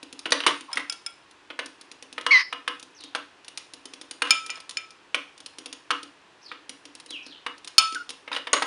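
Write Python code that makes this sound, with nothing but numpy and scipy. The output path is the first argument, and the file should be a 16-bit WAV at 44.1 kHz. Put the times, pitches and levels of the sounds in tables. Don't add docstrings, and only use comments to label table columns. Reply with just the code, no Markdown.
import sys
import numpy as np
from scipy import signal
from scipy.fft import rfft, irfft, next_fast_len
from scipy.io import wavfile
from scipy.ndimage import uniform_filter1d, minimum_filter1d

SR = 44100
rng = np.random.default_rng(int(sys.argv[2]) if len(sys.argv) > 2 else 0)


def pcm_store(signal):
    levels = np.round(np.clip(np.atleast_2d(signal), -1, 1) * 32767)
    wavfile.write(sys.argv[1], SR, levels.astype(np.int16).T)


N = 381906
RING_TIME_S = np.arange(SR // 3) / SR

# (frequency [Hz], t60 [s], level [dB])
TABLE_MODES = [(270, .25, -3), (289, .28, -6), (322, .2, -10), (410, .15, -14), (488, .2, 0),
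               (1023, .1, -4), (1095, .1, -4), (1235, .15, -1), (1293, .18, -3), (1380, .2, -6),
               (1560, .12, -6), (2889, .14, 1), (3165, .12, -4)]
# (frequency [Hz], relative gain [dB])
RAIL_SPECTRUM = [(60, -45), (180, -21), (290, -16), (500, -1.5), (700, -3), (1100, 5.5), (2200, 4),
                 (3400, 3), (4600, -3.5), (6200, -10.5), (7900, -19.5), (9200, -7.5), (10800, -21),
                 (12000, -69)]


def amp(db):
    return 10 ** (np.asarray(db) / 20)


def unit(x):
    return x / np.sqrt(np.mean(x ** 2) + 1e-20)


def read(points, hz):
    f, value = np.transpose(points)
    return np.interp(np.log(hz + 1), np.log(f + 1), value)


def add(mix, s, sound):
    part = mix[max(round(s * SR), 0):][:len(sound)]
    part += sound[:len(part)]


def fade(t60_s):
    return np.exp(-np.log(1000) * RING_TIME_S / t60_s)


def colour(x, points):
    size = 2 * next_fast_len(len(x))
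    log_gain = np.log(amp(read(points, abs(np.fft.fftfreq(size, 1 / SR)))))
    response = np.exp(np.conj(signal.hilbert(log_gain)))[:size // 2 + 1]
    return irfft(rfft(x, size) * response)[:len(x)]


def ring(modes):
    contact = 1 - np.exp(-RING_TIME_S / 0.00024)
    total = np.zeros(len(RING_TIME_S))
    for hz, t60_s, db in modes:
        cycles = hz * RING_TIME_S + rng.random()
        total += amp(db) * fade(t60_s) * np.cos(2 * np.pi * cycles)
    return contact * total


def at_level(hit, db):
    treble = signal.butter(2, 1000, "high", fs=SR, output="sos")
    head = signal.sosfilt(treble, hit[:660])
    return hit * amp(db) / np.sqrt(np.mean(head ** 2))


def clack(spectrum, t60_s, rise_s):
    grain = rng.choice([-1., 1.], len(RING_TIME_S))
    burst = grain * fade(t60_s) * (1 - np.exp(-RING_TIME_S / rise_s))
    return at_level(colour(burst, spectrum), 0)


def weigh(hit, bass_db, treble_db):
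    return colour(hit, [(40, 0.033), (200, bass_db), (330, bass_db), (900, 0), (2800, 0.014), (6500, treble_db)])


def wobble(size, rate_hz):
    hz = np.fft.rfftfreq(size, 1 / SR)
    return unit(irfft(rfft(rng.standard_normal(size)) * np.exp(-(hz / rate_hz) ** 2), size))


def hush():
    hush_level_db = -56
    # (frequency [Hz], relative gain [dB])
    hush_spectrum = [(15, -42.5), (25, -27), (48, -22), (257, -16.5), (293, -8.5), (498, -13.5), (649, -15),
                     (966, -11), (1070, -10.5), (1260, -14), (1730, -13), (2250, -18), (2500, -14),
                     (10200, -36), (14000, -80)]
    return amp(hush_level_db) * unit(colour(rng.standard_normal(N), hush_spectrum))


def taps(body_db=-9, trim_db=-1):
    # (time [s], level before trim [dB], bass weight [dB])
    tap_rows = [(0.029, -41, 3), (0.127, -41.5, 7), (0.1916, -38.5, -15), (0.306, -36.5, 11),
                (0.6087, -42, 4), (0.7563, -39.5, 5), (0.924, -35, -17), (1.311, -54, -12),
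                (1.6595, -40, 1.5), (1.8118, -45.5, -6), (1.9151, -42.5, -1), (2.025, -42.5, 3),
                (2.1273, -42.5, 3), (2.2112, -42.5, -2), (2.797, -45, -7), (2.8276, -43, 1),
                (3.0064, -48, -7), (3.0377, -42, 5), (3.1606, -44.5, 3), (3.4462, -49, -5),
                (3.481, -39.5, -4), (3.5746, -32.5, -20), (3.736, -40.5, 3.5), (3.8552, -40, 0),
                (3.936, -40, -1.5), (4.0132, -40.5, -2), (4.1107, -35, -8), (4.463, -38, -6),
                (4.6023, -43, -13), (4.694, -36, -12), (4.7094, -40.5, -20), (4.906, -48.5, -10),
                (5.378, -49.5, -10), (5.4035, -45.5, -4), (5.461, -37.5, -13), (5.585, -39, 3),
                (5.6587, -36.5, 4.5), (5.7273, -36.5, -4), (6.0303, -40.5, 5), (6.6939, -36, 0),
                (6.8538, -44, 5.5), (6.9515, -43.5, -2), (6.9998, -44.5, -15), (7.0615, -47.5, 5),
                (7.106, -39, 4.5), (7.2645, -46, 8), (7.58, -51, -8), (7.646, -42, -2),
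                (7.6752, -36.5, -21), (7.924, -40, 1), (7.947, -34, -10), (8.092, -35.5, -6),
                (8.104, -36, -4)]
    # (frequency [Hz], relative gain [dB])
    bed_spectrum = [(60, -40), (180, -11.5), (290, 5), (500, -4), (700, -4), (1600, -5), (3200, 5.5),
                    (5200, 5.5), (6800, 1.5), (7900, -7), (9200, 4.5), (10700, -5), (12000, -50.5)]
    treble_db = -2.5
    out = np.zeros(N)
    for s, db, weight_db in tap_rows:
        snap = amp(-2) * clack(bed_spectrum, t60_s=.005, rise_s=.0004)
        thump = clack(bed_spectrum, t60_s=.034, rise_s=0.0013)
        body = colour(ring(TABLE_MODES), [(40, -15.5), (200, -2.0), (300, -0.5), (500, -3.5), (1000, -10.5)])
        hit = snap + thump + amp(body_db) * body
        add(out, s, at_level(weigh(hit, weight_db, treble_db), db + trim_db))
    return out


def panel(hz):
    return ring([(hz, .008, 0), (1.3 * hz, .006, -3)]) * (1 - np.exp(-RING_TIME_S / .002))


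def knocks(spot_db=-2):
    # (time [s], level [dB], thud [dB], struck-spot pitch [Hz], spot strength before spot_db [dB])
    knock_rows = [(0.2559, -28.5, 13.5, 2950, 0.5), (0.3206, -16.5, 3.5, 4530, -4),
                  (0.4033, -29, 0, 2870, 1), (0.4366, -31, 9, 3000, 3), (0.4642, -16, 9.5, 1100, -4),
                  (0.477, -22, 4, 3010, 2), (0.7715, -23.5, 8, 2000, 4), (1.5016, -38, 14, 3140, -5),
                  (1.5902, -28.5, 3, 1350, -4), (2.1794, -31, -3, 2000, -13), (2.264, -22, -12, 1570, -7),
                  (2.526, -29.5, -4, 1160, -9), (2.6773, -25, -8, 1530, -4),
                  (3.149, -26.5, 1.5, 1320, -0.5), (4.2197, -21.5, -11, 2700, -3),
                  (4.2718, -37.5, 5, 1620, 6), (4.4952, -36, -6, 2550, 4.5), (5.1448, -21.5, -1, 2357, 5.5),
                  (5.9053, -22.5, -14, 1227, 0), (5.9101, -24.5, -10.5, 3050, -2.5),
                  (6.5151, -36.5, 3, 1320, -3.5), (7.4634, -29.5, -6.5, 1356, -7),
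                  (8.2767, -38.5, 5.5, 1630, -9), (8.316, -33, 3, 990, -6.5), (8.3293, -30.5, 6, 3730, 5.5),
                  (8.3633, -27.5, 2, 2990, 3), (8.47, -32.5, -2, 2900, -5),
                  (8.5307, -16.5, 7.5, 6670, -4.5), (8.5395, -26.5, 12, 1040, -2),
                  (8.5645, -31, 8, 1670, -5), (8.6212, -24, 2.5, 910, -6.5)]
    brighten_db_per_db, neutral_db = 0.74, -23
    table_ring_db, ring_loss_db_per_db = -16.5, 0.91
    clack_t60_s, thud_doubling_db = 0.035, 23
    out = np.zeros(N)
    for s, db, thud_db, hz, pitched_db in knock_rows:
        spot = at_level(panel(hz), spot_db + pitched_db)
        body = colour(ring(TABLE_MODES), [(60, -29.5), (230, 2)])
        t60_s = clack_t60_s * 2 ** (thud_db / thud_doubling_db)
        body_db = table_ring_db - ring_loss_db_per_db * thud_db
        hit = clack(RAIL_SPECTRUM, t60_s, rise_s=0.0014) + spot + amp(body_db) * body
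        treble_db = brighten_db_per_db * (db - neutral_db)
        add(out, s, at_level(weigh(hit, thud_db, treble_db), db))
    return out


def grains(size, per_s, spread_db):
    strength = amp(spread_db * np.minimum(rng.exponential(1, size), 4))
    return strength * rng.choice([-1, 1], size) * (rng.random(size) < per_s / SR)


def scuffs():
    # (start [s], length [s], level [dB])
    scuff_rows = [(0.34, 0.06, -43), (0.486, .037, -30.5), (0.694, .11, -46.5), (0.792, .032, -40),
                  (4.237, 0.087, -40), (4.509, 0.083, -48), (8.321, 0.074, -36), (8.547, .06, -34.5)]
    out = np.zeros(N)
    for s, length_s, db in scuff_rows:
        size = int(length_s * SR)
        chatter = colour(grains(size, per_s=450, spread_db=3.5), RAIL_SPECTRUM)
        add(out, s, amp(db) * unit(chatter) * signal.windows.tukey(size, .4))
    return out


def call(s, hz, db, rough, partials, flutter, shimmer, shake_hz, rasp_db):
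    # (frequency [Hz], relative gain [dB])
    rasp_spectrum = [(500, -46), (1100, 4.5), (1600, -15), (2150, 3), (2800, -0.5), (3500, -7), (4700, 1),
                     (6200, -7.5), (7400, -32), (9400, -23), (11000, -80)]
    size = len(hz)
    shaken_hz = hz * (1 + flutter * rough * wobble(size, shake_hz))
    phase = 2 * np.pi * np.cumsum(shaken_hz) / SR
    tone = unit(sum(amp(level_db) * np.sin(round(k) * phase) for k, level_db in partials))
    rasp = amp(rasp_db) * rough * unit(colour(rng.standard_normal(size), rasp_spectrum))
    voice = tone * (1 + shimmer * rough * wobble(size, shake_hz)) + rasp
    out = np.zeros(N)
    add(out, s, unit(voice) * amp(db) * signal.windows.tukey(size, .06))
    return out


def whistles():
    # (start [s], length [s], first pitch [Hz], last pitch [Hz], arch-top level before the mix [dB], roughness [0-1])
    whistle_rows = [(0.681, 0.041, 1050, 960, -37.5, 0.6), (2.347, .08, 4280, 5200, -30.5, .5),
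                    (2.946, 0.15, 5990, 3220, -45, .8), (6.414, 0.14, 5780, 3510, -44, .9),
                    (7.087, .118, 4100, 2486, -33.5, 0.27), (7.226, .16, 5700, 3240, -43.5, 0.93)]
    glide_share, glide_sharpness, swell_db = .42, 1.7, 9.5
    out = np.zeros(N)
    for s, length_s, first_hz, last_hz, db, rough in whistle_rows:
        u = np.linspace(0, 1, int(length_s * SR))
        hz = last_hz + (first_hz - last_hz) * np.exp(-(u / glide_share) ** glide_sharpness)
        arch_db = db + swell_db * (np.sin(np.pi * u) - 1)
        out += call(s, hz, arch_db, rough, [(1, 0), (2, -26)],
                    flutter=.11, shimmer=1.2, shake_hz=250, rasp_db=-16)
    return out


def clinks(tick_db=-8, trim_db=-1):
    # (time [s], level before trim [dB], spot struck [0-2])
    clink_rows = [(0.7301, -28.5, 2), (0.8975, -26.5, 2), (1.063, -29, 2), (4.3069, -9.5, 1),
                  (4.502, -29.5, 1), (4.556, -42, 1), (4.7708, -25, 1), (7.7811, -5, 0)]
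    # (frequency [Hz], t60 [s], level at spot 0 [dB], at spot 1 [dB], at spot 2 [dB])
    glass_modes = [(1307, .33, -17.5, -19, -45), (1378, .26, -35, -30, -20), (2258, .14, -27, -22, -19),
                   (2385, .11, -18, -3, -22), (2552, .12, -22, -17, -24), (3036, .05, -11, -8, -30),
                   (3321, .12, -30, -30, -17), (3629, .16, -22, -18, -35), (4388, .042, 0, -8, -30),
                   (5138, .04, -7, 0, 0), (5200, .055, -5, -3, -14), (5590, .03, -12, -21, -10),
                   (6060, .035, -11, -11, -24), (6895, .06, -12, -8, -30), (7310, .03, -28, -28, -14),
                   (8025, .04, -21, -33, -35), (8850, .04, -11, -11, -20), (9500, .035, -15, -18, -10),
                   (10100, .02, -19, -27, -30)]
    tick_spectrum = [(100, -18.5), (700, -4.0), (2800, 9.5), (9500, -4), (11000, -15), (13000, -59.0)]
    out = np.zeros(N)
    for s, db, spot in clink_rows:
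        glass = ring([(hz, t60_s, spots_db[int(spot)]) for hz, t60_s, *spots_db in glass_modes])
        tick = clack(tick_spectrum, t60_s=0.013, rise_s=.0002)
        add(out, s, at_level(at_level(glass, 0) + amp(tick_db) * tick, db + trim_db))
    return out


def follow(rows):
    s, hz, db = np.transpose(rows)
    t = np.arange(s[0], s[-1], 1 / SR)
    return t, np.interp(t, s, hz), np.interp(t, s, db)


def chirp():
    # (time [s], pitch [Hz], level [dB])
    chirp_rows = [(2.305, 1000, -35), (2.31, 1070, -13), (2.319, 1140, -11), (2.339, 1045, -11.5),
                  (2.358, 1005, -10.5), (2.379, 995, -16), (2.386, 1000, -24), (2.411, 1010, -25),
                  (2.436, 970, -43)]
    # (multiple of the pitch, relative level [dB])
    voice_partials = [(1, -14.5), (2, 9), (3, -15), (4, -5.5), (5, -29.5), (6, -28), (8, -38)]
    clear_rough, break_s, break_length_s = .25, 2.384, .008
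    t, hz, db = follow(chirp_rows)
    broken = (1 + np.tanh((t - break_s) / break_length_s)) / 2
    rough = clear_rough + (1 - clear_rough) * broken
    return call(t[0], hz, db, rough, voice_partials, flutter=.075, shimmer=.3, shake_hz=700, rasp_db=-4)


def peep(octave_db=-18):
    # (time [s], pitch [Hz], level [dB])
    peep_rows = [(7.955, 1596, -28), (7.971, 1407, -30), (7.987, 1496, -42), (7.993, 1418, -42),
                 (8.015, 1440, -34), (8.026, 1435, -43)]
    t, hz, db = follow(peep_rows)
    return call(t[0], hz, db, .1, [(1, 0), (2, octave_db)], flutter=.11, shimmer=1.2, shake_hz=250, rasp_db=-16)


def near_echo(x, delay_s=0.0062, echo_db=-11):
    out = np.zeros(N)
    add(out, delay_s, amp(echo_db) * x)
    return out


def room(x):
    # (frequency [Hz], t60 [s])
    room_decay = [(200, 0.28), (600, 0.24), (1400, 0.29), (3500, 0.35), (6000, 0.4), (10000, 0.46)]
    t = np.arange(SR // 2) / SR
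    echoes = rng.standard_normal(len(t)) * np.clip((t - .004) / 0.014, 0, 1)
    hz, when_s, z = signal.stft(echoes, SR, nperseg=256)
    decay = np.exp(-np.log(1000) * when_s / read(room_decay, hz)[:, None])
    tail = signal.istft(z * decay, SR, nperseg=256)[1]
    tail /= np.linalg.norm(tail)
    tail = colour(tail, [(200, 5.5), (1000, 3), (3000, -0.5), (6000, -4.5), (10000, -8.5)])
    return signal.fftconvolve(x, tail)[:N]


def scene():
    feet, balls = taps(), knocks() + scuffs()
    thin = amp(-5) * whistles()
    glass = clinks()
    notes = chirp() + peep()
    glass_sent = colour(glass, [(1300, -7), (3000, -6), (5000, -12), (10000, -7.5)])
    direct = balls + near_echo(balls) + feet + glass
    sent = amp(-6.0) * balls + amp(-6.0) * feet + glass_sent
    calls = notes + thin + room(amp(-16) * notes + thin)
    return (direct + room(sent) + calls + hush())[None]


def record(dry):
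    limit, window_samples = 1.25, 60
    lopsided = .035
    edge_hz = 16000
    heard = colour(dry[0], [(20, -8), (70, 0), (10800, 0), (12000, -16), (16000, -24)])
    gain = 1 / np.maximum(abs(heard) / limit, 1)
    held = minimum_filter1d(gain, size=window_samples)
    limited = heard * uniform_filter1d(held, size=window_samples)
    clipped = np.clip(limited, -.97, .97)
    bent = clipped + lopsided * clipped ** 4
    low_pass = signal.firwin(255, edge_hz, window=("kaiser", 9), fs=SR)
    return signal.oaconvolve(bent, low_pass, "same")[None]


dry = scene()
out = record(dry)
pcm_store(out)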